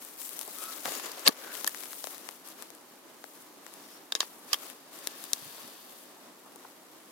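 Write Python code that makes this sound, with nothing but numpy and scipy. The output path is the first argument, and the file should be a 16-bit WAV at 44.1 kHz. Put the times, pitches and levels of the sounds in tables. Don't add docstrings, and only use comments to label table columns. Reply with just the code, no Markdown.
import sys
import numpy as np
from scipy import signal
from scipy.fft import rfft, irfft, next_fast_len
from scipy.io import wavfile
from scipy.ndimage import uniform_filter1d

SR = 44100
rng = np.random.default_rng(int(sys.argv[2]) if len(sys.argv) > 2 else 0)


def digitize_waveform(pressure):
    field = np.atleast_2d(pressure).T
    bounded = np.clip(field, -1, 1)
    quanta = np.round(bounded * 32767).astype(np.int16)
    wavfile.write(sys.argv[1], SR, quanta)


N = 313630

# low edge in Hz, high edge in Hz.
BANDS = [(240, 720), (750, 2200), (2750, 7300), (7700, 15000)]


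def amp(db):
    return 10 ** (np.asarray(db) / 20)


def unit(x):
    return x / np.sqrt(np.mean(x ** 2) + 1e-20)


def read(points, hz):
    f, value = np.transpose(points)
    return np.interp(np.log(hz + 1), np.log(f), value)


def add(mix, s, sound):
    part = mix[:, max(round(s * SR), 0):][:, :sound.shape[1]]
    part += sound[:, :part.shape[1]]


def sides(pan_db):
    pair = amp(np.array([pan_db, -pan_db]).reshape(2, -1) / 2)
    return pair / np.sqrt(np.mean(pair ** 2, axis=0))


def lowpass(x, order, hz):
    return signal.sosfilt(signal.butter(order, hz, fs=SR, output="sos"), x)


def highpass(x, order, hz):
    return signal.sosfilt(signal.butter(order, hz, "high", fs=SR, output="sos"), x)


def bandpass(x, order, edges):
    return signal.sosfilt(signal.butter(order, edges, "band", fs=SR, output="sos"), x)


def resonate(x, hz, width):
    return signal.lfilter(*signal.iirpeak(min(hz, .45 * SR), hz / width, fs=SR), x)


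def wander(rate_hz):
    size = next_fast_len(N, True)
    hz = np.fft.rfftfreq(size, 1 / SR)
    noise = rfft(rng.standard_normal(size))
    return unit(irfft(noise * np.exp(-np.minimum(hz / rate_hz, 10) ** 2), size)[:N])


def diffuse(x, spectrum):
    # frequency in Hz, likeness from -1 to 1.
    likeness = [(60, 0.69), (130, 0.91), (290, 0.75), (640, 0.65), (1410, 0.4), (3100, 0), (15000, 0)]
    size = next_fast_len(N, True)
    hz = np.fft.rfftfreq(size, 1 / SR)
    same = np.clip(read(likeness, hz), -1, 1)
    a, b = rfft(x, size) * amp(read(spectrum, hz))
    mid, side = a * np.sqrt(1 + same), b * np.sqrt(1 - same)
    return unit(irfft([mid + side, mid - side], size)[:, :N])


def puff(hz, width, length):
    count = round(length * SR) + 1
    noise = rng.standard_normal((3, count + 2048))
    shared = noise[:2] + noise[2]
    band = resonate(resonate(shared, hz, width), hz, width)[:, -count:]
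    return unit(band * np.sin(np.pi * np.arange(count) / count))


def swish_db(offset_db, weight_share, rest_db):
    # start in seconds, length before release in seconds, level in dB before the part's offset,
    # weight in dB, of which each part takes its share.
    swish_rows = [(0, 0.0074, -43.5, 1), (0.043, 0.18, -53, -5), (0.174, 0.098, -42, -8.5),
                  (0.282, 0.343, -45.5, -1), (0.57, 0.15, -46, 2), (0.673, 0.2, -46, 3),
                  (0.837, 0.13, -41, 7.5), (0.997, 0.081, -47, 11), (1.11, 0.19, -50, 12),
                  (1.349, 0.2148, -51.5, 12), (1.502, 0.11, -42.5, 2.5), (1.641, 0.15436, -47, 2),
                  (1.777, 0.07862, -45, 0.5), (1.887, 0.1266, -45.5, -5.5), (2.016, 0.096, -45.5, -0.5),
                  (2.102, 0.032, -51.5, 10), (2.17, 0.179, -54, 5), (2.429, 0.077, -52.5, 6.5),
                  (2.565, 0.053, -53.5, 9), (3.195, 0.23, -58, -4), (3.608, 0.35, -59, 6.5),
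                  (4.178, 0.06156, -49.5, 0), (4.289, 0.195, -60, -6), (4.458, 0.15, -52.5, 6.5),
                  (4.596, 0.084, -49.5, 6.5), (4.899, 0.215, -53, 6), (5.122, 0.50193, -50.5, 1),
                  (5.628, 0.4, -56, -5), (6.438, 0.056, -72.5, 15), (6.561, 0.16, -65.5, 14.5)]
    attack_s, attack_share = 0.023, 0.067
    creep_db, release_db_per_s = 0.16, 147.5
    t = np.arange(0, N, 64) / SR
    power = np.full(len(t), amp(rest_db) ** 2)
    for start, length, db, weight_db in swish_rows:
        age = np.maximum(t - start, 0)
        rise = np.minimum(age / (attack_s + attack_share * length), 1)
        creep = creep_db * (np.minimum(age / length, 1) - .5)
        release = release_db_per_s * np.maximum(age - length, 0)
        power += (rise * amp(db + offset_db + weight_share * weight_db + creep - release)) ** 2
    return np.interp(np.arange(N) / SR, t, 10 * np.log10(power))


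def slips(per_s, spread_db, smooth):
    clicks = np.zeros((2, N))
    hit = rng.random((2, N)) < per_s / SR
    draw = rng.laplace(size=(2, N))[hit]
    clicks[hit] = np.sign(draw) * amp(spread_db * np.minimum(abs(draw), 3.3))
    return unit(clicks) + smooth * rng.standard_normal((2, N))


def flutter(x, patchy_db):
    z = signal.stft(x, nperseg=256)[2]
    across_pitch = uniform_filter1d(rng.standard_normal(z.shape[1:]), size=12, axis=0)
    patches = unit(uniform_filter1d(across_pitch, size=3, axis=1))
    return unit(signal.istft(z * amp(patchy_db * patches), nperseg=256)[1][:, :N])


def rustle():
    # frequency in Hz, relative density in dB per Hz.
    brush_colour = [(40, -42.5), (110, -44), (200, -11), (330, 0), (600, 0.5), (850, -3.5), (1200, 0.5),
                    (1600, -4.5), (2100, -6.5), (3000, -12), (6000, -49.5)]
    scrape_colour = [(600, -50), (1500, -8), (2200, -4.5), (3200, -1.5), (3700, -1), (4400, -2), (5600, -3),
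                     (7000, -6.5), (8500, -17.5), (13000, -39)]
    fizz_colour = [(3000, -34), (6000, -12), (7500, -4), (10000, 0.5), (12500, 1), (14500, 1), (16000, -6)]
    crackle_colour = [(500, -30), (1800, -8), (4500, -3), (10000, -3.5), (16000, -1.5)]
    brush_db = swish_db(offset_db=-10.5, weight_share=0.99, rest_db=-66)
    scrape_db = swish_db(offset_db=-6.5, weight_share=0.4992, rest_db=-66)
    fizz_db = swish_db(offset_db=1.128, weight_share=.02, rest_db=-60.5)

    pressure = wander(rate_hz=33.0)
    grains = slips(per_s=1900, spread_db=4.5, smooth=0.81)
    coarse = slips(per_s=900, spread_db=3.5, smooth=1.5237)
    brush = diffuse(coarse, brush_colour) * amp(brush_db + 1.4656 * pressure)
    scrape = flutter(diffuse(grains, scrape_colour), patchy_db=2.0) * amp(scrape_db + 1.0 * pressure)
    fizz = flutter(diffuse(grains, fizz_colour), patchy_db=0.8) * amp(fizz_db + 0.5764 * pressure)
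    breaks = slips(per_s=22, spread_db=0.5, smooth=0)
    crackle = diffuse(breaks, crackle_colour) * amp(fizz_db - 19)

    near_db, near_pan_db, pan_per_db = -44.5, 6, 0.23
    pan_db = near_pan_db + pan_per_db * (fizz_db - near_db)
    return (brush + scrape + fizz) * sides(pan_db) + crackle * sides(15.5)


def burst(t60, snap, rise, tail_db, tail_t60):
    t = np.arange(4096) / SR
    t60 = max(t60, .001)
    noise = rng.standard_normal((3, len(t)))
    swell = 1 - np.exp(-t / (rise * t60))
    ring = (noise[:2] + 0.32 * noise[2]) * amp(-60 * t / t60) * swell
    ring /= np.linalg.norm(ring, axis=1, keepdims=True)
    ring[:, 0] -= snap * np.exp(-t60 / 0.0082)
    tail = rng.standard_normal(ring.shape) * amp(-60 * t / tail_t60)
    return ring + amp(tail_db) * tail / np.linalg.norm(tail[0])


def voiced(x, levels_db, pan_db):
    out = np.zeros_like(x)
    for edges, db in zip(BANDS, levels_db):
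        band = bandpass(x, 4, edges)
        out += amp(db) * band / np.linalg.norm(band, axis=1, keepdims=True)
    return out * np.sqrt(SR / 100) * sides(pan_db)


def tick(t60, hz, levels_db, pan_db):
    blow = burst(t60, snap=4.3, rise=0.0178, tail_db=-18.5, tail_t60=0.050115)
    return voiced(blow + amp(-2.0) * resonate(blow, hz, 0.34 * hz), levels_db, pan_db)


def snaps():
    # start in seconds, level of the crack band in dB, thinness in dB lost per band downward.
    snap_rows = [(0.0497, -45, 17), (0.216, -46.5, 5), (0.2922, -42, 8), (.333, -48, 8), (.392, -36.5, 7.5),
                 (0.413, -39, 5), (0.431, -47.5, 4), (.478, -45, 16), (0.586, -43, 6), (0.6389, -39, 10.5),
                 (0.776, -48.5, 15), (.805, -53.5, 15.5), (.909, -46, 10.5), (.921, -44, 3.5),
                 (0.9844, -50.5, 3), (1.059, -45, 4), (1.118, -44, 6), (1.195, -48.5, 3), (1.694, -47, 3),
                 (2.181, -48, 5), (2.311, -51, 7), (2.475, -49, 9), (2.487, -49, 8), (2.6239, -44, 4.5),
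                 (2.7034, -51, 2.5), (2.7507, -53, 11.5), (3.7388, -49.5, 7), (4.7003, -47, 4),
                 (4.989, -50, 6), (5.042, -54, 3), (5.24, -42, 6), (5.678, -51, 9), (6.5598, -52, 7)]
    out, bands_down = np.zeros((2, N)), np.arange(len(BANDS))[::-1]
    for s, db, thin_db in snap_rows:
        levels_db = db - thin_db * bands_down
        add(out, s, tick(t60=0.0066, hz=10100, levels_db=levels_db, pan_db=34.5))
    return out


def knocks(rows, t60):
    out = np.zeros((2, N))
    for s, db, hz, edge_db, pan_db in rows:
        octaves = np.log2(hz / 1005.3)
        thud_db = -7 - 11.5 * octaves
        crack_db = edge_db - 4 + 1 * octaves
        levels_db = db + np.array([thud_db, 0, edge_db, crack_db])
        add(out, s, tick(t60, hz, levels_db, pan_db))
    return out


def treads():
    # start in seconds, level of the knock band in dB, pitch in Hz,
    # edge in dB against the knock, left-right balance in dB.
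    tread_rows = [(.4805, -57, 418, -11.5, -0.5), (.8526, -43.5, 499.4, 0.5, -2),
                  (.8607, -39, 1116, -13, 2), (.8776, -42.5, 750, -13.5, 1), (.886, -46, 600, -1, 0),
                  (.9195, -53, 446, -2.5, -6), (.9396, -56, 599.4, 6, 13.5), (.951, -48, 1100, 3, 6),
                  (.964, -58, 900, -2, 7.5), (.9973, -43.5, 1099, -0.5, 6), (1.063, -46, 901, -1, 4)]
    return knocks(tread_rows, t60=0.018)


def taps():
    # start in seconds, level of the knock band in dB, pitch in Hz,
    # edge in dB against the knock, left-right balance in dB.
    tap_rows = [(.8565, -37.5, 2205, -1.5, 8), (1.5525, -45.5, 2900, 2, 16.5),
                (1.6112, -51.5, 981, 0.5, 20), (1.6451, -36.5, 950, 2, 26), (1.7466, -42, 2030, -5, 19.5),
                (1.806, -56.5, 2800, 2, 15), (1.836, -46.5, 2200, -1.5, 22), (1.857, -52.5, 2800, -0.5, 15),
                (1.9315, -48, 1390, -0.5, 1.5), (2.0419, -43.5, 583, 4.5, 31), (2.0711, -44.5, 610, 0, 20),
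                (2.146, -55.5, 1800, 1, 17.5), (2.168, -56, 1500, -8.5, 18), (2.2892, -42, 1191, -1, 29),
                (3.2412, -45, 850, -7.5, 29.5), (3.6654, -48.5, 1700, -2.5, 29),
                (4.2299, -41.5, 953, -19, 23.5)]
    return knocks(tap_rows, t60=0.0053)


def fowl():
    # start in seconds, length in seconds, tone level in dB, pitch in Hz,
    # jitter and glide as shares of the pitch, husk in dB against the tone.
    call_rows = [(.555, .22, -53.5, 1298, .025, 0.0358, -2), (1.389, .23, -57, 1540, 0.0642, -.1, 2.5)]
    out = np.zeros((2, N))
    for s, length, db, hz, jitter, glide, husk_db in call_rows:
        husk = amp(husk_db) * puff(hz, 0.27 * hz, length)
        count = husk.shape[1]
        age = np.linspace(-.5, .5, count)
        arch = 0.0283 * (2 * age) ** 2
        pitch = hz * (1 + glide * age - arch + jitter * wander(rate_hz=110)[:count])
        phase = 2 * np.pi * np.cumsum(pitch) / SR
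        tone = np.sin(phase) + amp(-14) * np.sin(1.94 * phase)
        whine = unit(np.cos(np.pi * age) * tone)
        add(out, s, amp(db) * (whine + husk))
    return out


def shell(x, direct_db, scatter, damping):
    # centre in Hz before scatter, width in Hz before damping,
    # level at the left port in dB, level at the right port in dB.
    modes = [(490, 510, -8.0, -9), (1146, 220, -0.5, -2.5), (1742, 250, -4, -7), (2180, 261, -6, -12.5),
             (2630, 370, -6.5, -10.5), (3270, 340, -6, -3), (3610, 300, -2.5, -6), (3980, 700, -2.5, -8),
             (4734, 550, -10, 1), (5290, 400, -3, -2.5), (5900, 450.0, -1, -7.5), (6870, 940, -6.5, -1.5),
             (9010, 2500, -12.5, -8.5), (11120, 770, -11, -6.5), (12255, 850, -12.5, -11.5),
             (14400, 1492, -13.5, -5.5)]
    out = amp(direct_db) * x
    for k, (hz, width, left_db, right_db) in enumerate(modes):
        scattered_hz = hz * (1 + scatter * rng.standard_normal())
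        gains = (-1) ** k * amp([[left_db], [right_db]])
        out = out + gains * resonate(x, scattered_hz, damping * width)
    return out


def coloured(x, spectrum):
    count = x.shape[1]
    log_gain = np.log(amp(read(spectrum, abs(np.fft.fftfreq(count, 1 / SR)))))
    response = np.exp(np.conj(signal.hilbert(log_gain)))
    return np.fft.ifft(np.fft.fft(x) * response).real


def clacks():
    # start in seconds, level in dB as an rms over 10 ms,
    # thud, body, brightness and edge in dB against the main knock, left-right balance in dB,
    # first ring in Hz, its prominence in dB, second ring in Hz, its prominence in dB,
    # top cutoff in Hz, t60 of the slip in seconds.
    clack_rows = [(1.2648, -24, 14, 4, -8.5, 5.5, 3, 4680, 4, 2740, 7, 11500, 0.024),
                  (1.2702, -22.5, 6, 4, -8, -2, 1, 1120, 6, 2180, 9, 12500, .04),
                  (1.2762, -13, -1, -4, -4.5, 3, 1.5, 4386, 17, 3600, -4.5, 9000, .0095),
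                  (1.2785, -27.5, 0, 5, -5, -2.5, 7.5, 1620, 8.5, 2300, 10, 9000, 0.021),
                  (1.2826, -19.5, 14, -3, -17, 14, 4, 12600, 7, 9050, 11, 13500, .009),
                  (1.2904, -32.5, 14.5, 2, -3.5, -4, 9.5, 900, 1, 6500, 0.5, 9000, .012),
                  (1.665, -35, 5, -3, -2.5, 6, 6, 13450, -.5, 4000, 3, 14500, 0.022),
                  (1.675, -23.5, -6, 5.5, 1, 13, -1.5, 11130, 6, 1860, 5, 14500, 0.014),
                  (4.1218, -27, -4, -2.5, -4.5, -7.5, 2.5, 3760, 2.5, 1590, 2, 15300, 0.011),
                  (4.1513, -26, 3, -4, 2.5, -4.5, 2, 3800, 7.5, 1630, 4, 15000, 0.0091),
                  (4.1572, -37.5, 6, 1, -7, -0.5, 0, 6900, -3, 4950, -4.5, 12000, 0.082),
                  (4.205, -23, 8.5, 3.5, 7.5, 0.5, -0.5, 3130, 10, 3770, 5, 15000, 0.0076),
                  (4.5306, -20.5, -8, 2, 0, 0.5, -3, 3090, 11.5, 2760, -4, 15000, 0.019),
                  (4.5414, -28, 0, 2.5, -1, 8, 2, 3120, 16, 4930, -4, 15000, 0.019),
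                  (5.072, -29, 9, -5, 0, 9, 6.5, 4660, -5, 384, -2, 14000, 0.0059),
                  (5.3327, -22.5, -9, -15.5, 4, 5.5, 3, 3920, -4, 8350, -10, 14700, 0.0017)]
    colour_hz = [300, 1200, 3500, 6000, 11000]
    out = np.zeros((2, N))
    for (s, db, thud_db, body_db, bright_db, edge_db, pan_db,
         first_hz, first_db, second_hz, second_db, top_hz, t60) in clack_rows:
        blow = burst(t60, snap=4.6, rise=0.0072, tail_db=-6.0, tail_t60=0.039)
        body = shell(blow, direct_db=-43.0, scatter=0.0036, damping=.6)
        first = amp(first_db) * resonate(body, first_hz, 0.073 * first_hz)
        second = amp(second_db) * resonate(body, second_hz, 0.073 * second_hz)
        body = lowpass(body + first + second, 4, min(top_hz, SR / 2 - 1))
        bass = (80, thud_db - 23)
        contact = [bass, *zip(colour_hz, [thud_db, body_db, 0, bright_db, edge_db])]
        left, right = coloured(body, contact)
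        clack = np.array([left, np.roll(right, 1)])
        clack *= np.sqrt(SR / 100) / np.linalg.norm(clack, axis=1, keepdims=True)
        add(out, s, amp(db) * clack * sides(pan_db))
    return out


def drags():
    # start in seconds, rise in seconds, hold in seconds, fall in seconds, level in dB.
    drag_rows = [(0.83, 0.04, 0.198, 0.283, -47.5), (1.249, 0.013, 0.0044, 0.025, -27),
                 (3.55, 0.123, 0.27, 0.2534, -61.5), (4.2, 0.0051, 0.011, 0.04124, -35.5),
                 (4.477, 0.043, 0.019, 0.05, -44.5), (4.551, 0.052, 0.113, 0.25, -58),
                 (4.801, 0.23, 0.59, 0.883, -53.5)]
    depth_db = 21.5
    t, level = np.arange(N) / SR, np.zeros(N)
    for start, rise, hold, fall, db in drag_rows:
        grip = np.interp(t, start + np.cumsum([0, rise, hold, fall]), [0, 1, 1, 0])
        level += amp(db - depth_db * (1 - grip)) * (grip > 0)
    friction = slips(per_s=1800, spread_db=3.0, smooth=0.86)
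    grains = shell(friction, direct_db=-14.5, scatter=0.0054, damping=0.62)
    softened = bandpass(grains, 2, [600, 5000])
    return unit(softened) * level * sides(1.5388)


def rasps():
    # start in seconds, level in dB, pitch in Hz, width of each filter pass in Hz, length in seconds.
    rasp_rows = [(0.21, -53, 7700, 1800, 0.077), (0.862, -52, 6880, 900, 0.13),
                 (0.971, -47, 6900, 600, 0.023), (1.017, -51, 6950, 900, 0.07),
                 (1.113, -46.5, 4881, 1000, 0.011815), (1.163, -55.5, 5277, 700, 0.01421),
                 (1.242, -43.5, 7858, 450, 0.03903), (3.806, -64, 5348, 900, 0.204),
                 (4.949, -66.5, 3272, 800, 1.28), (4.951, -65.5, 4400, 1000, 1.22)]
    out = np.zeros((2, N))
    for s, db, hz, width, length in rasp_rows:
        add(out, s, amp(db) * puff(hz, width, length) * sides(2.464))
    return out


def bumps():
    # start in seconds, level in dB, pitch in Hz, length in seconds before the filter's tail.
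    bump_rows = [(.85, -56, 206, 0.058), (1.28, -33, 293, .016), (1.286, -41.5, 350.1, 0.02463),
                 (5.415, -60, 150.6, 0.026), (5.449, -63, 124.3, 0.053), (5.626, -66.5, 136, 0.028)]
    out = np.zeros((2, N))
    for s, db, hz, length in bump_rows:
        push = puff(hz, 0.49 * hz, length)
        fading = push * np.exp(-1.5 * np.linspace(0, 1, push.shape[1]))
        padded = np.pad(fading, ((0, 0), (0, 1024)))
        add(out, s, amp(db) * unit(highpass(padded, 4, 0.54 * hz)))
    return out


def scuffs():
    # start in seconds, level in dB before the treble cut, pitch in Hz, length in seconds.
    scuff_rows = [(0.474, -50.5, 520, .02), (0.905, -50, 498.1, 0.021), (1.052, -55, 751, 0.0277),
                  (1.171, -50, 548.8, 0.0212), (5.57, -56, 847.7, 0.027), (5.811, -61.5, 849.8, 0.11),
                  (6.151, -60.5, 747.4, 0.05865), (6.437, -58.5, 741, 0.068), (6.554, -52.5, 650.4, .016),
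                  (6.646, -45, 910, 0.0097)]
    out = np.zeros((2, N))
    for s, db, hz, length in scuff_rows:
        add(out, s, amp(db) * puff(hz, 1.16 * hz, length))
    return lowpass(out, 8, 1490)


def air():
    # frequency in Hz, relative density in dB per Hz.
    air_colour = [(18, -91), (30, -50), (287, -1), (473, -7.5), (512, -7), (616, -7), (1190, -9),
                  (1350, -13), (1720, -14), (2680, -19), (2900, -17.5), (8080, -21.5), (10800, -24),
                  (12000, -27), (16000, -33.5)]
    # frequency in Hz, rms level in dB.
    tone_rows = [(11719, -75.5)]
    level_db = -55 + 1.0 * wander(rate_hz=7.683)
    murmur = diffuse(rng.standard_normal((2, N)), air_colour) * amp(level_db)
    t = np.arange(N) / SR
    whine = sum(amp(db) * np.sqrt(2) * np.sin(2 * np.pi * hz * t) for hz, db in tone_rows)
    return murmur * sides(-0.4988) + whine


def scene():
    bird = rustle() + snaps() + treads() + taps() + fowl()
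    handling = clacks() + drags() + rasps() + bumps()
    return bird + handling + scuffs() + air()


def record(dry):
    thinned = highpass(np.clip(dry, -1, 1), 2, 85)
    band_limit = signal.firwin(511, 16100, window=("kaiser", 9), fs=SR)
    return signal.oaconvolve(thinned, band_limit[None], "same")


dry = scene()
out = record(dry)
digitize_waveform(out)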